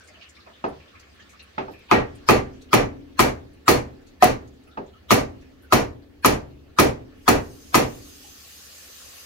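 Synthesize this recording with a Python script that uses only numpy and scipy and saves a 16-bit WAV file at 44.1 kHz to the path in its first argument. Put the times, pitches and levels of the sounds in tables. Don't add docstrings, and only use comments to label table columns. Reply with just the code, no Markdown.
import sys
import numpy as np
from scipy import signal
from scipy.fft import rfft, irfft
from scipy.io import wavfile
from scipy.ndimage import uniform_filter1d

SR = 44100
rng = np.random.default_rng(int(sys.argv[2]) if len(sys.argv) > 2 else 0)


def put_to_file(sound):
    columns = np.atleast_2d(sound).T
    safe = np.clip(columns, -1, 1)
    whole_steps = np.round(safe * 32767)
    wavfile.write(sys.argv[1], SR, whole_steps.astype(np.int16))


def magnitude_from_level(level_db):
    exponent = np.asarray(level_db, float) / 20
    return 10 ** exponent


N = 408132


def unit(x):
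    return x / np.sqrt(np.mean(x ** 2) + 1e-20)


def along(points, hz, column=1):
    rows = np.transpose(points)
    return np.interp(np.log(hz + 1), np.log(rows[0] + 1), rows[column])


def level_curve(rows):
    s, db = np.transpose(rows)
    return np.interp(np.arange(N) / SR, s, db, left=-120)


def add(track, s, sound):
    start = max(round(s * SR), 0)
    track[:, start:start + sound.shape[1]] += sound[:, :track.shape[1] - start]


# (frequency [Hz], correlation [-1..1])
LIKENESS = [(60, 0.93), (180, 1), (550, -0.3), (1650, -0.18), (4970, 0.073), (15000, -0.094)]


def stereo(white, spectrum):
    hz = np.fft.rfftfreq(white.shape[1], 1 / SR)
    turn = np.arccos(np.clip(along(LIKENESS, hz), -1, 1)) / 2
    mid, side = rfft(white) * magnitude_from_level(along(spectrum, hz)) * [np.cos(turn), np.sin(turn)]
    return unit(irfft([mid + side, mid - side], white.shape[1]))


def patchy(spectrum, patchy_db):
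    z = signal.stft(rng.standard_normal((2, N + 512)), nperseg=512)[2]
    field = uniform_filter1d(rng.standard_normal(z.shape[1:]), size=8, axis=0)
    field = uniform_filter1d(field, size=8, axis=1)
    white = signal.istft(z * magnitude_from_level(patchy_db * unit(field)), nperseg=512)[1]
    return stereo(white, spectrum)[:, :N]


def lifted(x, peaks, lift_db):
    hz = np.fft.rfftfreq(x.shape[1], 1 / SR)
    gain = 1 + sum(magnitude_from_level(db + lift_db) / (1 + (2 * (hz - c) / w) ** 2) for c, w, db in peaks)
    return unit(irfft(rfft(x) * gain, x.shape[1]))


def banded(white, depth_db, width, first=0):
    z = rfft(white)
    ripple = unit(uniform_filter1d(rng.standard_normal(z.shape[1]), width))
    ripple = ripple * (np.arange(z.shape[1]) >= first)
    return unit(irfft(z * magnitude_from_level(depth_db * ripple), white.shape[1]))


def ring(modes, t, scatter_db, rise_s):
    hz, db, t60 = np.transpose(modes)[:, :, None]
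    gain = magnitude_from_level(db + scatter_db * rng.standard_normal(hz.shape) - 60 * t / t60)
    return np.sum(gain * (1 - np.exp(-t / rise_s)) * np.sin(2 * np.pi * hz * t), axis=0)


# (time [s], level [dB])
FURNACE_LEVEL = [(0, -56.5), (2, -56), (3, -53.5), (8.2, -53.5), (8.8, -59), (9.25, -62.5)]
# (frequency [Hz], density [dB/Hz])
FURNACE_HUM = [(12, -72), (20, -19), (43, -49.5), (58, -4), (73, 9), (95, -3.5), (156, -15.5), (189, -6.5),
               (270, -5.5), (476, -12.5), (900, -21), (1170, -40), (1980, -120)]


def furnace():
    return magnitude_from_level(level_curve(FURNACE_LEVEL)) * patchy(FURNACE_HUM, patchy_db=1.6)


# (time [s], level [dB])
DRAIN_LEVEL = [(0, -56.5), (1.5, -55.5), (2.2, -55.5), (3, -61), (4.3, -61.5), (4.84, -62.5), (5.4, -60.5),
               (6, -66), (7.2, -60.5), (8.2, -58), (9.25, -52)]
# (frequency [Hz], density [dB/Hz])
TRICKLE_SPECTRUM = [(290, -8.5), (500, 1), (919, -10.5), (1320, -1.5), (1460, -3.5), (2360, -4), (4470, -8),
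                    (7750, -20), (16000, -46.5)]
# (frequency [Hz], width [Hz], level [dB])
DRAIN_RESONANCES = [(1100, 56, 7.5), (1750, 120, 4), (2750, 500, -11.5)]


def trickle():
    water = lifted(patchy(TRICKLE_SPECTRUM, patchy_db=2.0), DRAIN_RESONANCES, lift_db=-6)
    return magnitude_from_level(level_curve(DRAIN_LEVEL)) * water


# (frequency [Hz], density [dB/Hz])
MIC_NOISE = [(300, -1.5), (2000, -1), (8000, -12.5), (16000, -5.5)]


def mic_hiss():
    return magnitude_from_level(-70) * stereo(rng.standard_normal((2, N)), MIC_NOISE)


# (time [s], pitch [Hz], level [dB])
WATER_SLAPS = [(0.0038, 1550, -50), (0.08, 2040, -47), (0.14, 2800, -48), (0.21, 2830, -44),
               (0.21, 4400, -50.5), (0.19, 2430, -54), (.222, 3800, -47), (.35, 5000, -57),
               (0.4, 4200, -50), (0.38, 1250, -53), (.4655, 660, -46), (0.48, 1900, -56), (.08, 4800, -56),
               (.95, 1700, -49.5), (0.993, 4700, -52), (1.391, 2600, -44), (1.291, 2400, -53),
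               (4.672, 1430, -54.5), (4.71, 3600, -56), (4.935, 1300, -53), (4.93, 3000, -58),
               (1.195, 2930, -48), (1.03, 2200, -53), (.17, 690, -48.5), (.09, 610, -51), (.8, 2400, -52),
               (8.24, 780, -50.5), (5.63, 1470, -52), (5.42, 1800, -58), (.287, 7150, -71),
               (0.35, 3800, -50), (.365, 2300, -47), (.464, 2400, -48.5), (0.46, 1200, -47.5),
               (0.936, 1230, -49.5), (0.53, 3400, -52), (.878, 3400, -50), (.95, 2450, -48),
               (1.026, 3100, -56), (1.22, 4400, -52), (1.19, 1750, -45), (1.27, 2890, -66),
               (1.332, 1250, -47.5), (1.392, 3950, -42.5), (1.44, 3900, -70), (1.731, 2500, -49),
               (1.884, 2600, -43.5), (2.609, 3960, -53.5), (2.686, 2970, -51), (4.062, 4300, -56.5),
               (4.672, 2600, -52.5), (4.878, 3700, -57), (5.42, 2400, -57.5), (6.021, 4260, -59.5),
               (6.498, 4070, -62)]
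# (time [s], centre [Hz], level [dB])
SPRAY = [(.004, 5600, -53), (.034, 8050, -57), (.072, 6600, -48.5), (.139, 6550, -72), (.184, 5150, -66),
         (.288, 6720, -48), (.68, 9750, -58), (.994, 6400, -49), (.996, 11500, -62), (1.146, 10080, -64),
         (1.29, 6630, -52), (1.423, 10200, -52), (1.71, 13300, -59), (1.716, 4870, -57),
         (1.788, 11500, -55), (2.15, 8640, -52), (2.529, 6000, -61), (2.617, 6300, -51),
         (2.617, 11500, -56), (3.531, 9000, -61.5), (4.015, 6580, -64.5), (4.066, 6550, -57.5),
         (4.472, 6350, -56), (4.532, 6850, -65), (4.632, 7830, -63.5), (4.861, 6700, -61),
         (5.41, 5880, -60), (5.62, 11800, -59), (6.221, 10950, -55.5), (7.17, 11500, -68)]


def splashes():
    out, t = np.zeros((2, N)), np.arange(8192) / SR
    hz = np.fft.rfftfreq(len(t), 1 / SR)
    slap_width, slap_s = 0.27, 0.04
    spray_width, spray_s = 0.43, 0.024
    stray_db, stray_octaves, length_scatter = -15.5, 1, 0.44
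    rows = [(*r, slap_width, slap_s) for r in WATER_SLAPS]
    rows += [(*r, spray_width, spray_s) for r in SPRAY]
    for s, centre_hz, db, width, length_s in rows:
        stray, stretch = rng.standard_normal(2)
        peak = lambda c: 1 / (1 + (2.6 * (hz / c - 1) / width) ** 2)
        stray_hz = centre_hz * 2 ** (stray_octaves * stray)
        shape = peak(centre_hz) + magnitude_from_level(stray_db) * peak(stray_hz)
        noise = banded(rng.standard_normal((2, len(t))), 3, 24)
        burst = unit(irfft(rfft(noise) * shape))
        lasts_s = length_s * np.exp(length_scatter * stretch)
        fade = magnitude_from_level(-7 * t / lasts_s - 60 * np.maximum(t - lasts_s, 0) / 0.1)
        add(out, s, magnitude_from_level(db - 3.0) * burst * (1 - np.exp(-t / 0.0027)) * fade)
    return out


# (frequency [Hz], density [dB/Hz])
BODY_SPECTRUM = [(15, -45), (25, 2.5), (64, -6), (140, -8.5), (176, -13), (215, -4), (270, -6.5), (320, -5),
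                 (400, -1.5), (520, -3), (641, -3.5), (887, -6.5), (1250, -12.5), (1560, -18), (1840, -17),
                 (3520, -25), (6050, -20), (16000, -31)]
# (frequency [Hz], rise [s], t60 [s])
BAND_RING = [(40.4, 0.13, 0.33), (85, 0.11, 0.47), (125, 0.004, 0.53), (243.4, 0.002, 0.29),
             (450, 0.011, 0.33), (750, 0.0055, 0.32), (1152, 0.00026, 0.32), (3040, 0.00012, 0.23),
             (6820, 0.002, 0.24), (14000, 0.0071, 0.13)]
# (frequency [Hz], level [dB])
LATE_TAIL = [(40, -30), (150, -46.5), (400, -29), (1000, -70), (3000, -62)]


def wash(white, t, boom_db, clang_db, fizz_db, damping):
    hz = np.fft.rfftfreq(len(t), 1 / SR)
    colour = [(250, boom_db + 16.5), (900, 0.014), (2500, clang_db + 16.0),
              (8000, fizz_db + 12.5), (15000, 1.3 * (fizz_db + 20.5))]
    z = rfft(stereo(white, BODY_SPECTRUM)) * magnitude_from_level(along(colour, hz))
    centres_hz = np.geomspace(30, 16000, 14)
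    out = np.zeros((2, len(t)))
    for k, c in enumerate(centres_hz):
        share = along(np.transpose([centres_hz, np.arange(len(centres_hz)) == k]), hz)
        rise_s = max(along(BAND_RING, c), 1e-4)
        t60 = along(BAND_RING, c, column=2) / damping
        decay = magnitude_from_level(-60 * t / t60) + magnitude_from_level(along(LATE_TAIL, c) - 60 * t / 2.2)
        out += irfft(z * share, len(t)) * (1 - np.exp(-t / rise_s)) * decay / np.sqrt(t60)
    return out


# (time [s], peak [dB], boom [dB], clang [dB], knock [dB])
AIMING_TAPS = [
    (0.4646, -38.5, -16, -26, -20),
    (0.6385, -9.5, -18, -24.5, -13),
    (1.578, -13, -15.5, -12.5, -10),
    (1.679, -27, -9.5, -33, -10.5),
    (4.7706, -18, -12.5, -23.5, -11.5),
]
# (frequency [Hz], level [dB], t60 [s])
TAP_MODES = [(387, -5.5, 0.38), (773, 1.5, 0.13), (876, 12, 0.059), (638, 0.5, 0.08), (1580, -3, 0.12),
             (286, -7, 0.3), (2540, -6.5, 0.072), (2810, -15, 0.089)]
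# (frequency [Hz], level [dB], t60 [s])
DISC_MODES = [(1245, 0, .045), (1170, -3, .035), (1030, -1, .04), (2150, -13, .025), (2330, -13, .025),
              (3300, -18, .01)]
# (delay [s], level [dB], pitch [Hz])
STUD_THUMPS = [(.019, -6, 423), (.038, -0.5, 400), (0.046, -11, 440), (.067, -10, 420), (0.091, -26, 394)]


def taps():
    out, t = np.zeros((2, N)), np.arange(SR // 2) / SR
    for s, db, boom_db, clang_db, knock_db in AIMING_TAPS:
        white = rng.standard_normal((2, len(t)))
        add(out, s + 0.0011, magnitude_from_level(db - 16.0) * wash(white, t, boom_db, clang_db, -25.5, 1.12))
        knock = ring(TAP_MODES, t, 1, .002) + magnitude_from_level(5) * ring(DISC_MODES[:3], t, 1, .0005)
        tick = uniform_filter1d(rng.standard_normal(len(t)), size=8)
        knock += magnitude_from_level(clang_db + 19 - 60 * t / .02) * tick
        for delay_s, thump_db, pitch_hz in STUD_THUMPS:
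            thump = ring([(pitch_hz, thump_db, .02)], t[:4096], 1, .0012)
            add(out, s + delay_s, magnitude_from_level(db - 6) * thump * [[1], [.8]])
        add(out[:1], s + 0.0023, magnitude_from_level(db + knock_db - 5) * knock[None])
        add(out[1:], s + 0.0026, magnitude_from_level(db + knock_db - 3.0) * knock[None])
    return signal.sosfilt(signal.butter(4, 4480, fs=SR, output='sos'), out)


def ring_pair(modes, t60, t, scatter_db, rise_s, turn):
    apart_hz = 420
    hz, left_db, right_db = np.transpose(modes)[:3, :, None]
    fade = magnitude_from_level(scatter_db * rng.standard_normal(hz.shape) - 60 * t / t60) * (1 - np.exp(-t / rise_s))
    swing = 2 * np.pi * hz * t
    right_swing = swing + turn * np.minimum(hz / apart_hz, 1) ** 2
    left = np.sum(magnitude_from_level(left_db) * fade * np.sin(swing), axis=0)
    right = np.sum(magnitude_from_level(right_db) * fade * np.sin(right_swing), axis=0)
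    return np.array([left, right])


def crack(t):
    sos = signal.butter(2, (1500, 7000), 'band', fs=SR, output='sos')
    return magnitude_from_level(-60 * t / .005) * unit(signal.sosfilt(sos, rng.standard_normal((2, len(t)))))


# (frequency [Hz], density [dB/Hz])
LEAD_IN_SPECTRUM = [(300, -22), (1300, -3.5), (2600, -13.5), (5000, -19), (9000, -29), (15000, -31.5)]


def lead_in(t):
    noise = banded(rng.standard_normal((2, len(t))), 7, 8)
    return stereo(noise, LEAD_IN_SPECTRUM) * magnitude_from_level(-60 * t[::-1] / .045)


# (time [s], peak [dB], plate share [dB], fizz [dB], boom [dB])
HARD_BLOWS = [(1.912, -7.5, -3, -31, -11.5), (2.287, -6.5, -5.5, -22, -10.5), (2.73, -7, -7, -22, -10.5),
              (3.192, -7.5, -11, -17.5, -12), (3.679, -7, -10.5, -16, -11.5), (4.223, -9, 2.5, -18.5, -11),
              (5.106, -6.5, -11.5, -17, -11.5), (5.723, -8, -5.5, -18, -11),
              (6.246, -7.5, -11.5, -17.5, -11.5), (6.786, -7.5, -17, -16.5, -9.5),
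              (7.278, -7.5, -11, -18, -11), (7.743, -7.5, -10, -16, -11)]
# (frequency [Hz], left level [dB], right level [dB])
BOX_MODES = [(72.2, -38.5, -36), (120.84, -42, -41), (262.2, -36.5, -41.5), (295.3, -51, -32),
             (400, -35, -34), (489.4, -39.5, -36.5), (528, -42.5, -34), (602, -54, -38),
             (724.6, -42, -48.5), (772, -46, -42), (884, -40, -41.5), (980, -49.5, -50.5), (1083, -52, -47),
             (1180, -48.5, -43.5)]
# (frequency [Hz], rise [s])
BOX_RISE = [(70, .06), (120, .02), (255, .012), (480, .035), (800, .018), (1200, .004)]
# (frequency [Hz], left level [dB], right level [dB], t60 [s])
STUD_MODES = [(83, -34, -35, 1.3), (142, -35, -37, 1.2), (204, -27, -29, .45), (222, -42, -44, 1.1),
              (260, -32, -32, 1.5), (286, -30, -42, 1.5), (293, -42, -32, 1.5), (379, -38, -43, .7),
              (438, -40, -32, .7), (499, -40, -32, .7), (1245, -19, -21, .16), (1280, -20, -20, .16),
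              (2154, -28, -29, .2), (2326, -28, -28, .2)]
# (frequency [Hz], level [dB], t60 [s])
PLATE_MODES = [(857, 0, 0.21), (757, 1.5, 0.13), (727.4, 4.5, 0.12), (632.6, 0.5, 0.16), (525, -9, 0.034)]
# (frequency [Hz], level [dB], t60 [s])
PANEL_MODES = [(401, -17, 0.17), (450, -23.5, .15)]
# (frequency [Hz], width [Hz], level [dB])
STEEL_RESONANCES = [(1574, 50, -5), (1910, 25, -2), (2330, 60, -5.5), (3620, 42, -17), (4220, 290, -4.5),
                    (4720, 16, -0.5), (5830, 88, -5.5), (6850, 300, -7), (7100, 21, -14), (8720, 81, -1.5),
                    (9700, 94, -6.5), (10400, 180, -8), (11500, 740, -5), (13540, 58, -10)]


def blows():
    out, t = np.zeros((2, N)), np.arange(SR * 3 // 4) / SR
    same = rng.standard_normal((2, len(t)))
    box_hz = np.transpose(BOX_MODES)[0]
    box_t60 = along(BAND_RING, box_hz, column=2)[:, None]
    box_rise_s = along(BOX_RISE, box_hz)[:, None]
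    stud_t60 = np.transpose(STUD_MODES)[3][:, None]
    box_turn, stud_turn = rng.uniform(-np.pi, np.pi, (2, len(BOX_MODES), 1))
    swell_s, swell_spread_s, swell_db = .095, .04, 3
    ending = np.clip((t[-1] - t) / .15, 0, 1)
    ending = ending * magnitude_from_level(swell_db * np.exp(-((t - swell_s) / swell_spread_s) ** 2) - 1.28)
    panel_loss_db_per_s = 2.7
    for s, db, plate_db, fizz_db, boom_db in HARD_BLOWS:
        mix = 0.75 * same + 0.66 * rng.standard_normal(same.shape)
        mix = banded(mix, 3, width=14, first=1000)
        white = lifted(mix, STEEL_RESONANCES, lift_db=1.5)
        body = wash(white, t, boom_db - 1.0, -8.5, fizz_db, 0.95)
        add(out, s + 0.002, magnitude_from_level(db - 7.0) * ending * body)

        pair = magnitude_from_level(boom_db + 35.5) * ring_pair(BOX_MODES, box_t60, t, 2.3, box_rise_s, box_turn)
        pair += ring_pair(STUD_MODES, stud_t60, t, 3.6, 0.0057, stud_turn)
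        add(out, s + .0013, magnitude_from_level(db) * ending * pair)

        panel_db = db - panel_loss_db_per_s * (s - HARD_BLOWS[0][0])
        plate = -magnitude_from_level(db + plate_db - 6.5) * ring(PLATE_MODES, t, 5.0, 0.0028)
        plate += magnitude_from_level(panel_db) * ring(PANEL_MODES, t, 1.2, 0.015)
        add(out[:1], s + .0014, plate[None])
        add(out[1:], s + .00115, plate[None])

        add(out[:1], s + .001, -magnitude_from_level(db + 1) * ring(DISC_MODES, t, 1.5, .0003)[None])
        add(out[1:], s + .00185, -magnitude_from_level(db + 4) * ring(DISC_MODES, t, 1.5, .0022)[None])
        add(out, s + .001, magnitude_from_level(db - 4) * crack(t[:512]))
        add(out, s + 0.0014 - 1024 / SR, magnitude_from_level(db - 17.5) * lead_in(t[:1024]))
    return out


# (time [s], level [dB])
JAW_CLACKS = [(1.921, -37.5), (2.308, -20.5), (2.7391, -17.5), (2.7478, -19.5), (3.206, -18.5),
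              (3.6903, -22), (3.7153, -23), (4.2421, -14), (5.117, -24), (5.1429, -23.5), (5.7344, -15),
              (6.2593, -11), (6.266, -17), (6.7998, -11), (7.2879, -12), (7.7516, -27), (7.7548, -13)]


def clacks():
    out, t = np.zeros((2, N)), np.arange(512) / SR
    left_over_right_db = -4.5
    pan_db = left_over_right_db / 2 * np.array([[1], [-1]])
    shape = magnitude_from_level(-60 * t / .012) * (1 - np.exp(-t / .0004))
    for s, db in JAW_CLACKS:
        bright = np.diff(rng.standard_normal((2, 513)))
        tick = lifted(bright, STEEL_RESONANCES, lift_db=16.5)
        add(out, s, magnitude_from_level(db + 4.5 + pan_db) * tick * shape)
    return out


# (time [s], level [dB])
VALVE_LEVEL = [
    (7.1, -93),
    (7.24, -70.5),
    (7.41, -65),
    (7.99, -58.5),
    (8.6, -56),
    (9.25, -55),
]
# (frequency [Hz], density [dB/Hz])
VALVE_HISS = [(880, -35.5), (1500, -6.5), (2150, -12.5), (2330, -2), (6230, -0.5), (9990, -4),
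              (15100, -2.5), (16000, -19), (16500, -26)]
# (frequency [Hz], width [Hz], level [dB])
PIPE_RESONANCES = [(2890, 24, 3.5), (3840, 35, -7.5), (4810, 26, 5.5), (5300, 29, 7), (6220, 80, 4.5),
                   (6675, 280, -4.5), (12500, 50, -10), (13670, 51, -9)]
# (frequency [Hz], density [dB/Hz])
FLOW_SPECTRUM = [(470, -41), (800, 2.5), (989, -15), (1140, -1), (1600, -31.5), (1800, 7), (2180, -2),
                 (4990, 5.5), (8000, -42.5), (10400, -63), (17600, -120)]


def rush():
    rush_db = level_curve(VALVE_LEVEL)
    full_open_db, flow_db_per_db = -52, .8
    hiss = magnitude_from_level(9.0) * lifted(patchy(VALVE_HISS, patchy_db=2.3), PIPE_RESONANCES, lift_db=3.5)
    flow_db = 2.5 + flow_db_per_db * (rush_db - full_open_db)
    flow = magnitude_from_level(flow_db) * patchy(FLOW_SPECTRUM, patchy_db=0.5)
    return magnitude_from_level(rush_db) * (hiss + flow)


# (frequency [Hz], left over right [dB])
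BOX_LEAN = [(60, 1), (150, 3.5), (380, -1.5), (950, -1), (2380, 0.5), (5980, 1.5), (15000, -2.5)]


def scene():
    hz = np.fft.rfftfreq(N, 1 / SR)
    lean = magnitude_from_level(along(BOX_LEAN, hz) / 2 * [[1], [-1]])
    box = irfft(rfft(taps() + blows()) * lean, N)
    far = furnace() + trickle() + mic_hiss() + splashes() + rush()
    left_lag_samples = 20
    return box + clacks() + [np.roll(far[0], left_lag_samples), far[1]]


def top_cut(x):
    return signal.sosfilt(signal.butter(12, 16760, fs=SR, output="sos"), x)


def record(dry):
    top_hz = 15900
    soft = dry / (1 + np.abs(dry / 1.03) ** 6) ** (1 / 6)
    hz = np.fft.rfftfreq(N, 1 / SR)
    shelf_db = -26 * np.clip((hz - top_hz) / 250 + .5, 0, 1)
    return top_cut(irfft(rfft(soft) * magnitude_from_level(shelf_db), N))


dry = scene()
out = record(dry)
put_to_file(out)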